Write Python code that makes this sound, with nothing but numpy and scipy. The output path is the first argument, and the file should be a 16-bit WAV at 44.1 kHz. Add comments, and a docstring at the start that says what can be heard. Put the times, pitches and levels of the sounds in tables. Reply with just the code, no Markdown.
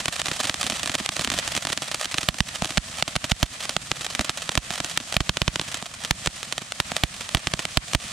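"""A ground fountain firework burns outdoors, a few metres from a small two-port microphone.
From the start its jet fizzes (shaped noise) and rumbles (band noise) under crowded sharp pops: pressure
clicks with a ground echo, a resonant thump and often a spray of spark clicks. Sputters add further sprays.
After about two seconds many pops are stronger and spaced wider; a few also ring the tube with a dull knock.
The last pop is the strongest. Gain control ducks after loud pops, and the highest peaks clip."""
import sys
import numpy as np
from scipy import signal
from scipy.fft import rfft, irfft, next_fast_len
from scipy.io import wavfile

SR = 44100
rng = np.random.default_rng(int(sys.argv[2]) if len(sys.argv) > 2 else 0)


def generate_wav(signal):
    """Clip the signal to [-1, 1] and save it as 16-bit WAV at the path in sys.argv[1]."""
    frames = np.transpose(np.atleast_2d(signal))
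    scaled = np.clip(frames, -1, 1) * 32767
    pcm = np.round(scaled).astype(np.int16)
    wavfile.write(sys.argv[1], SR, pcm)


N = 358091


def amp(db):
    """Decibel law: converts a level in dB to a pressure gain."""
    return 10 ** (np.asarray(db) / 20)


def rms_one(x):
    """Normalisation: scales a signal to an rms of 1."""
    return x / np.sqrt(np.mean(x ** 2) + 1e-20)


def one_pole(x, tau_s):
    """Exponential relaxation: a low-pass whose impulse response has unit area."""
    r = np.exp(-1 / (tau_s * SR))
    return signal.lfilter([1 - r], [1, -r], x + 1e-18)


def drift(rate_hz):
    """Random fluctuation: white noise smoothed twice below a rate, with rms 1."""
    tau_s = 1 / (2 * np.pi * rate_hz)
    noise = rng.standard_normal(N + SR)
    smooth = one_pole(one_pole(noise, tau_s), tau_s)
    return rms_one(smooth[SR:])     # the first second lets the filters settle


def colour(x, hz, db):
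    """Zero-phase filtering: shapes the spectrum along a curve over log frequency."""
    size = next_fast_len(N + 4096)
    f = np.maximum(np.fft.rfftfreq(size, 1 / SR), 1)
    gain = amp(np.interp(np.log(f), np.log(hz), db))
    return irfft(rfft(x, size) * gain, size)[:N]


def swing(push, ring_hz, width_hz):
    """Damped resonance: a push sets a mode ringing, and a wider mode dies sooner."""
    r, w = np.exp(-np.pi * width_hz / SR), 2 * np.pi * ring_hz / SR
    return signal.lfilter([1, 0, -1], [1, -2 * r * np.cos(w), r * r], push + 1e-18)


# strength of the jet: (time [s], base fizz level [dB])
JET = [(0, -38), (.6, -37), (0.999, -38.5), (1.43, -34.5), (1.62, -39), (2.12, -40), (2.44, -41),
       (2.56, -40), (2.83, -39), (3.47, -41.5), (3.62, -41), (3.8, -40), (4.62, -40.5), (4.78, -39),
       (5.4, -40.5), (5.72, -39), (5.88, -46), (6.15, -38.5), (6.32, -39.5), (6.4, -41), (6.7, -43),
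       (6.9, -38), (7.15, -41.5), (8.12, -38.5)]


def jet_level():
    """Source strength: the level of the jet moves linearly in dB between its points."""
    s, fizz = np.transpose(JET)
    return np.interp(np.arange(N) / SR, s, fizz)


RUMBLE_DB = -8.5        # base level of the roar against the fizz
RUMBLE_FOLLOWS = 0.83   # share of the jet's swing in dB


def rumble(fizz_db):
    """Combustion noise: the low roar of the burning charge is band noise that flutters in level."""
    mean_db = fizz_db.mean()
    rumble_db = mean_db + RUMBLE_FOLLOWS * (fizz_db - mean_db) + RUMBLE_DB
    band = signal.butter(3, [50.0, 230.0], "band", fs=SR, output="sos")
    shared = signal.sosfilt(band, rng.standard_normal(N))
    own = signal.sosfilt(band, rng.standard_normal(N))
    roar = rms_one(shared + 0.09 * own * [[1], [-1]])    # nearly the same in both ports
    return roar * amp(rumble_db + 3.1 * drift(46.0))


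TREBLE_FOLLOWS = 1               # share of the jet's swing in dB
SURGE_HZ, SURGE_DB = 4400, 3.5   # the gas sputters mostly below this pitch; scale of its level swings
# spectrum of the gas hiss before scaling: (frequency [Hz], relative level [dB])
HISS = [(300, -33), (478, -10), (801, -2), (1930, 3), (3830, 1.5), (8790, 1.5), (14000, -28), (16000, -42)]


def hiss(fizz_db):
    """Turbulent jet noise: gas rushing from the nozzle, scattered back unrelated in the two ports."""
    hz, db = np.transpose(HISS)
    noise = [rms_one(colour(rng.standard_normal(N), hz, db)) for _ in range(2)]
    low = signal.sosfilt(signal.butter(2, SURGE_HZ, fs=SR, output="sos"), noise)
    treble = noise - low
    calm_db = fizz_db.mean() + TREBLE_FOLLOWS * (fizz_db - fizz_db.mean())
    flutter = drift(34.0) + 0.46 * drift(8.2)
    return amp(fizz_db + SURGE_DB * flutter) * low + amp(calm_db) * treble


TUBE_HZ, TUBE_WIDTH_HZ = 700, 110
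# dull bursts inside the tube: (time [s], push level before the port offsets [dB])
KNOCKS = [(2.622, -20), (4.194, -20), (4.7052, -23), (5.8256, -30.5), (6.9183, -23.5)]


def knocks():
    """Tube resonance: a dull burst at the nozzle sets the tube ringing briefly."""
    s, db = np.transpose(KNOCKS)
    push = np.bincount(np.round(s * SR).astype(int), amp(db), N)
    return -swing(push, TUBE_HZ, TUBE_WIDTH_HZ) * amp([[-2.0], [1.5]])


ECHO_FADES_FROM_MS, ECHO_LOSS_DB = 1.79, 2   # later echoes weaken by this many dB per ms
# ground echo, the right port facing the ground: (left level [dB], right level [dB])
GROUND_DB = (0, 3.5)
# dull echo off a surface near the microphone: (delay [ms], left level [dB], right level [dB])
NEAR_ECHO = (1.629, -13, -9)


def with_ground(at, size, echo_ms, open_air=1):
    """Image source: each pressure click reaches both ports directly, off the ground and off a near surface."""
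    late = np.minimum(at + np.round(echo_ms * SR / 1000).astype(int), N - 1)
    direct = np.bincount(at, size, N)
    # high bursts meet the ground steeply and come back weaker and duller
    steep = np.clip(echo_ms - ECHO_FADES_FROM_MS, 0, 1)
    loss_db = ECHO_LOSS_DB * np.maximum(echo_ms - ECHO_FADES_FROM_MS, 0)
    back = open_air * size * amp(-loss_db)
    echo = one_pole(np.bincount(late, back * (1 - steep), N), .00004)
    echo = echo + one_pole(np.bincount(late, back * steep, N), .00008)
    near_ms, *near_db = NEAR_ECHO
    dull = one_pole(direct, 0.000059)
    near = np.interp(np.arange(N) - near_ms * SR / 1000, np.arange(N), dull, left=0)
    return -(direct + echo * amp(GROUND_DB)[:, None] + near * amp(near_db)[:, None])


JET_SPARKS_DB = -7.5                      # base level of the jet's sparks against its fizz
SNAP_GAIN, CROSSOVER_HZ = 1.253, 377      # gain of sparks against star fronts; their low cut
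MID_SNAPS_PER_S, MID_SNAP_DB = 27, 11     # occasional louder sparks: click size before the spark level
# puffs of sparks without a loud crack: (time [s], spray level before the spark and port gains [dB])
SPUTTERS = [(0.125, -29.5), (0.1579, -33.5), (0.332, -31.5), (0.3624, -35.5), (0.393, -34), (0.4054, -44),
            (0.43, -31), (0.471, -30), (0.513, -39), (0.5575, -38), (0.611, -29), (0.658, -36), (0.74, -37),
            (0.756, -37), (0.7937, -33), (0.941, -30), (0.98, -33), (0.993, -37), (1.047, -36),
            (1.119, -33), (1.163, -34.5), (1.245, -31), (1.5086, -39), (1.5195, -33), (1.623, -33),
            (1.688, -33), (1.721, -31), (1.878, -35), (1.997, -34.5), (2.012, -30), (2.026, -33),
            (2.044, -31.5), (2.113, -33), (2.176, -32), (2.208, -31), (2.3842, -37.5), (2.484, -38),
            (2.548, -37.5), (2.6327, -37), (2.668, -37), (2.993, -34.5), (3.295, -33.5), (3.457, -37),
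            (3.604, -36), (3.636, -34.5), (3.817, -41.5), (4.101, -35.5), (4.1257, -42), (4.374, -34.5),
            (4.42, -31.5), (4.515, -33.5), (4.7217, -37), (4.736, -35), (4.755, -37), (4.778, -33.5),
            (4.859, -40), (4.897, -34.5), (4.912, -39), (5.0748, -42), (5.682, -36.5), (5.7162, -35),
            (5.77, -38.5), (5.858, -40), (5.939, -38.5), (6.037, -37), (6.246, -39), (7.393, -38)]


def sparks(fizz_db, per_s, spread_db, spray_s, clump_db):
    """Shot noise: tiny sparks snap at random, in the jet and in a dying spray after bursts and sputters."""
    s, spray_db = np.vstack([np.array(POPS)[:, [0, 4]], SPUTTERS]).T
    kicks = np.bincount(np.round(s * SR).astype(int), amp(spray_db), N)
    fade = np.exp(-(np.arange(SR // 20) / (spray_s * SR)) ** 2)     # a spray holds, then dies fast
    spray = np.convolve(kicks, fade)[:N]
    jet = amp(fizz_db + JET_SPARKS_DB + clump_db * drift(29.0))
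    level = np.hypot(jet, spray)

    draw = rng.random((N, 3))     # chance of a spark, its size, its height
    opens = np.round(np.array(SPUTTERS)[:, 0] * SR).astype(int)
    draw[opens, 0] = 0            # a spark is certain where a sputter opens
    at = np.flatnonzero(draw[:, 0] < per_s / SR)
    size = amp(spread_db * np.minimum(-np.log(draw[at, 1]), 5))
    size = size / np.sqrt(np.mean(size ** 2) * per_s / SR)     # the stream of clicks has rms near 1
    size[draw[at, 0] < MID_SNAPS_PER_S / SR] = amp(MID_SNAP_DB)
    size[np.searchsorted(at, opens)] = 6.8     # each sputter opens with a distinct snap

    echo_ms = 1.5 + 1.2 * draw[at, 2] ** 3.0      # most burn low, near the nozzle
    grains = with_ground(at, size * level[at], echo_ms)
    grains = SNAP_GAIN * signal.lfilter([1, -.4], [1], grains)      # small charges snap brighter
    return signal.sosfilt(signal.butter(2, CROSSOVER_HZ, "high", fs=SR, output="sos"), grains)


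RISE_S, SINK_DB = 0.0022, 3   # the rise leads by this time; the fall is pushed harder by this much
DEEP_GROWTH = 3.07            # dB of deep push per dB of thump
LIGHT_BELOW_DB, HIGH_FROM_MS, LIGHT_HZ = -30, 2.9, 230   # light thumps and high bursts ring higher
# the left port passes less deep bass: one gain per row, left then right
DEEP_SIDES = np.array([[.45], [1.4]])


def thumps(lag_ms, deep_from_db):
    """Impulse response: the low end of a burst rises, then sinks with the ground echo; heavy ones ring deeper."""
    s, _, echo_ms, thump_db, _ = np.transpose(POPS)
    at = np.round((s + lag_ms / 1000) * SR).astype(int)
    early = np.maximum(at - round(RISE_S * SR), 0)
    late = at + np.round(echo_ms * SR / 1000).astype(int)
    light = 1 / (1 + amp(2 * (thump_db - LIGHT_BELOW_DB)))
    light = np.maximum(light, np.clip(echo_ms - HIGH_FROM_MS, 0, 1))

    def push(share):
        """Paired impulses: an upward push, then a stronger downward one."""
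        rise = np.bincount(early, share * amp(thump_db), N)
        fall = np.bincount(late, share * amp(thump_db + SINK_DB), N)[:N]
        return rise - fall

    high = swing(push(light), LIGHT_HZ, width_hz=122.0)
    low = swing(push(1 - light), ring_hz=170.0, width_hz=127.0)
    deep = -np.bincount(at, amp(DEEP_GROWTH * (thump_db - deep_from_db)), N)[:N]
    both = (low + high) * amp([[-1.5], [1.5]])
    both = both + swing(deep, ring_hz=48.0, width_hz=47.0) * DEEP_SIDES
    return signal.sosfilt(signal.butter(4, 340.0, fs=SR, output="sos"), both)


HEAVY_FROM_DB, HEAVY_SPAN_DB = -25.5, 1   # thump less half the crack level: where fronts broaden
# bursting stars, levels before the later gains: (time [s], crack level [dB], ground echo delay [ms],
# thump push level [dB], spray level [dB])
POPS = [(0.0019, -13, 2.1, -36, -30), (0.0575, -3, 1.96, -29, -49), (0.082, 0, 2.63, -22, -27),
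        (0.1952, -11, 2.4, -36, -28.5), (0.217, -4.5, 1.6, -45, -59), (0.2582, -5, 2.5, -34, -34),
        (0.2683, -5, 4.2, -47, -33), (0.2838, -5, 2.4, -26.5, -28.5), (0.3148, -5, 2.1, -25.5, -31),
        (0.4022, -7.5, 3.9, -28, -29), (0.4427, -6, 2.7, -29, -26.5), (0.4532, -5.5, 2.7, -28, -31),
        (0.4966, 0.5, 3, -23.5, -31), (0.5426, -4, 2.55, -31, -46), (0.6303, -3, 2.5, -42, -33),
        (0.6395, -9, 3.7, -27, -29), (0.6665, -4, 4.5, -30, -27.5), (0.6992, -5.5, 3.9, -27, -28),
        (0.7223, -7, 4.8, -27, -30), (0.832, -5.5, 5.9, -29, -28.5), (0.8592, -5, 2.9, -29, -31),
        (0.875, -5, 1.8, -45, -32), (0.8962, -2.5, 2.9, -24.5, -32), (0.9176, -8, 3.6, -48, -36),
        (0.9452, -9, 3.9, -26.5, -28), (0.9524, 2, 3.1, -24.5, -49), (1.001, -8, 4.9, -26, -39),
        (1.0613, -4, 2.4, -50, -55), (1.091, -0.5, 2.5, -25.5, -49), (1.1665, -10.5, 2.6, -33, -44),
        (1.1937, -7, 1.63, -23.5, -26), (1.2112, -4, 3, -29, -28), (1.2473, -3, 3.8, -27, -54),
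        (1.2749, -2.5, 4.2, -23.5, -43), (1.3019, -0.5, 2.49, -27, -49), (1.3175, -2, 3.7, -23.5, -25),
        (1.3387, -8.5, 2.7, -27, -32), (1.3781, -10.5, 3, -35, -36), (1.3883, -3.5, 1.6, -29.5, -27.5),
        (1.4775, -8, 2.4, -34, -29.5), (1.551, -6, 2.6, -32, -31), (1.564, -13, 3.8, -27, -23.5),
        (1.5759, -4.5, 1.9, -25, -32), (1.6515, -5, 2.8, -28.5, -45), (1.6709, -3, 3.2, -29, -31),
        (1.701, -7.5, 2.13, -28.5, -35), (1.7286, -4.5, 1.7, -29, -32), (1.7756, -4, 3.3, -28, -34),
        (1.8209, -13, 2.6, -32, -27.5), (1.915, -8, 2.8, -40, -31), (1.9452, -4, 2.23, -32, -31),
        (2.0556, -6, 2.4, -35, -49), (2.143, -3.5, 2.56, -25.5, -34), (2.1834, 0, 2.36, -24, -30),
        (2.231, -10, 2.2, -30.5, -35), (2.2875, 4.5, 1.65, -16.5, -29), (2.3433, -12.5, 2.8, -38, -50),
        (2.405, 3, 1.04, -15.5, -58), (2.5574, -11, 2.4, -51, -35), (2.622, -4.5, 0.97, -20, -54),
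        (2.646, -4, 2.6, -30.5, -36), (2.6553, -4, 2.4, -28, -49), (2.706, -10.5, 2.6, -30.5, -38),
        (2.7734, 1, 1.38, -21, -42), (2.7786, 6.5, 1.21, -14.5, -57), (3.025, 2.5, 1.39, -22.5, -58),
        (3.0792, -7, 2.8, -27.5, -29), (3.155, -7, 2.6, -27, -32.5), (3.163, 3, 1.38, -18.5, -58),
        (3.2427, -5.5, 3.1, -24.5, -29), (3.3133, -8, 3, -41, -32), (3.3176, 5.5, 1.36, -14.5, -50),
        (3.4294, 6.5, 3.1, -14, -27), (3.6537, -10.5, 2.5, -41, -42), (3.6939, -6.5, 3.4, -33, -30.5),
        (3.7657, 1, 1.45, -21.5, -59), (3.9158, 2.5, 2.4, -22, -53), (4.01, -13.5, 2.4, -40, -38),
        (4.046, -12.5, 2.6, -45, -32), (4.0655, -6.5, 2.5, -56, -54), (4.1506, -4, 3.7, -34, -32),
        (4.194, -1, 3.9, -18.5, -36), (4.2075, -11, 5.5, -23, -26.5), (4.2108, -2.5, 1.5, -50, -52),
        (4.245, -16, 2.6, -36, -33), (4.2948, -1.5, 2.33, -24, -29), (4.4924, -3.5, 2.1, -25.5, -39),
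        (4.5536, -3, 3.2, -27, -36), (4.576, 7.5, 2.86, -14.5, -30), (4.7058, -7, 1.5, -28, -34.5),
        (4.8026, -4.5, 2.9, -24.5, -38), (4.8459, -5.5, 2.6, -31, -31.5), (4.975, 4.5, 2.15, -26, -70),
        (5.002, -9, 3.5, -29, -37.5), (5.125, -7, 1.45, -35, -34), (5.142, -6, 1.3, -33, -31),
        (5.1668, 6.5, 1.58, -15.5, -37), (5.2053, 2.5, 2.55, -16, -31), (5.2937, 2.5, 1.83, -17, -34),
        (5.3706, -2.5, 2, -26, -42), (5.4178, 1.5, 1.97, -16.5, -35), (5.4795, 1, 1.95, -16, -34),
        (5.5585, -2.5, 2, -26, -53), (5.596, -2.5, 1.95, -23.5, -53), (5.614, -5, 2.4, -28, -39),
        (5.7436, -9, 2.9, -35, -32.5), (5.8259, -12.5, 1, -32, -54), (6.0489, -8.5, 3.4, -40, -30),
        (6.1096, 7.5, 2.22, -16, -37), (6.2605, -5, 1.8, -28, -29), (6.2729, 4, 2.1, -17.5, -49),
        (6.4302, -10, 2.4, -49, -39), (6.525, -5, 1.94, -32, -34), (6.58, -6.5, 1.56, -31, -35),
        (6.6172, -21, 1.3, -34, -42), (6.7214, -7.5, 1.4, -52, -54), (6.8014, 5, 2.17, -20, -30),
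        (6.9184, -9.5, 0.76, -28, -41), (6.966, -1.5, 1.57, -30, -28.5), (7.0364, 5, 2.59, -15, -31),
        (7.2094, -11.5, 2.2, -48, -34), (7.2912, -11.5, 3.1, -51, -59), (7.3483, 8, 2.6, -14.5, -30),
        (7.3707, -2.5, 2.1, -24, -33), (7.4713, 0, 2.5, -20.5, -32), (7.5374, -2, 1.76, -19.5, -36),
        (7.5925, -7, 2.04, -28.5, -31.5), (7.653, -4.5, 1.37, -28, -44), (7.7727, 8, 2.9, -14.5, -33),
        (7.9341, -5, 1.7, -28, -32), (7.949, 9.5, 3.1, -14, -33)]


def cracks(broad_s, debris_db, debris_s):
    """Blast wave: a burst sends a sharp front, broader for heavy charges, with a ragged tail of debris."""
    s, crack_db, echo_ms, thump_db, _ = np.transpose(POPS)
    at, size = np.round(s * SR).astype(int), amp(crack_db)
    heavy = np.clip((thump_db - .5 * crack_db - HEAVY_FROM_DB) / HEAVY_SPAN_DB, 0, 1)
    # the tube hides the ground from a burst that falls on a knock
    open_air = np.abs(s[:, None] - np.array(KNOCKS)[:, 0]).min(1) > .003
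    sharp = with_ground(at, size * (1 - heavy), echo_ms, open_air)
    broad = np.hanning(2 * round(broad_s * SR / 2) + 1)
    wide = with_ground(at, size * heavy, echo_ms, open_air)
    wide = np.array([np.convolve(v, 1.265 * broad / broad.sum(), "same") for v in wide])
    ragged = one_pole(np.bincount(at, size, N), debris_s) * debris_s * SR     # starts at the crack size
    debris = amp(debris_db) * ragged * rng.standard_normal((2, N))
    return sharp + wide + debris


PORT_GAIN_DB = 11.5   # sensitivity of the ports to sharp fronts
# microphone colour: (frequency [Hz], left gain [dB], right gain [dB])
PORTS = [(250, -18, -17), (392, -10.5, -10.5), (643, -1, 0), (900, -7, -0.5), (2400, -0.5, -0.5),
         (3250, 2.5, 1.5), (4990, -5.5, -3), (7600, -9, -2.5), (8990, -6.5, -7.5), (10500, -43, -9.5),
         (12960, -17.5, -28), (14630, -40, -23), (16600, -66, -64)]
# bounce off the housing, a row for left and right: (delay [ms], level [dB])
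HOUSING = [(0.178, -18), (0.268, -27.5)]


def ports(x):
    """Diffraction and cavity resonance: each port has its colour and a housing bounce; a cavity rings."""
    hz, *dbs = np.transpose(PORTS)
    out = []
    for v, db, (ms, bounce_db) in zip(x, dbs, HOUSING):
        bounce = np.interp(np.arange(N) - ms * SR / 1000, np.arange(N), v)
        out.append(colour(v + amp(bounce_db) * bounce, hz, db))
    ring = swing(x[0], ring_hz=9200.0, width_hz=510.0)
    cavity = amp(-34.0) * ring * [[1], [-1]]     # rings in opposite sense in the two ports
    return amp(PORT_GAIN_DB) * (np.array(out) + cavity)


def scene():
    """Superposition: the pressures of bursts, sparks, knocks and jet add."""
    fizz_db = jet_level()
    snaps = cracks(broad_s=.00014, debris_db=-20.5, debris_s=0.0027)
    snaps = snaps + sparks(fizz_db, per_s=4000.0, spread_db=4.0, spray_s=0.012, clump_db=2.5)
    lows = thumps(lag_ms=0.98, deep_from_db=-12.0) + rumble(fizz_db)
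    return ports(snaps) + lows + knocks() + hiss(fizz_db)


CUTOFF_HZ = 16400


def record(dry):
    """Compression and clipping: gain ducks after loud peaks and recovers; peaks clip; the top is cut."""
    level_db = 20 * np.log10(np.abs(dry).max(0) + 1e-6)
    slope = 319.0 * np.arange(N) / SR                  # release of the held peak, dB a second
    held_db = np.maximum.accumulate(level_db + slope) - slope
    duck_db = one_pole(0.51 * np.maximum(held_db + 14.0, 0), 0.0018)
    clipped = np.clip(dry * amp(-duck_db), -1, 1)
    cut = signal.cheby2(16, 80, CUTOFF_HZ, fs=SR, output="sos")
    return signal.sosfilt(cut, clipped)


dry = scene()
out = record(dry)
generate_wav(out)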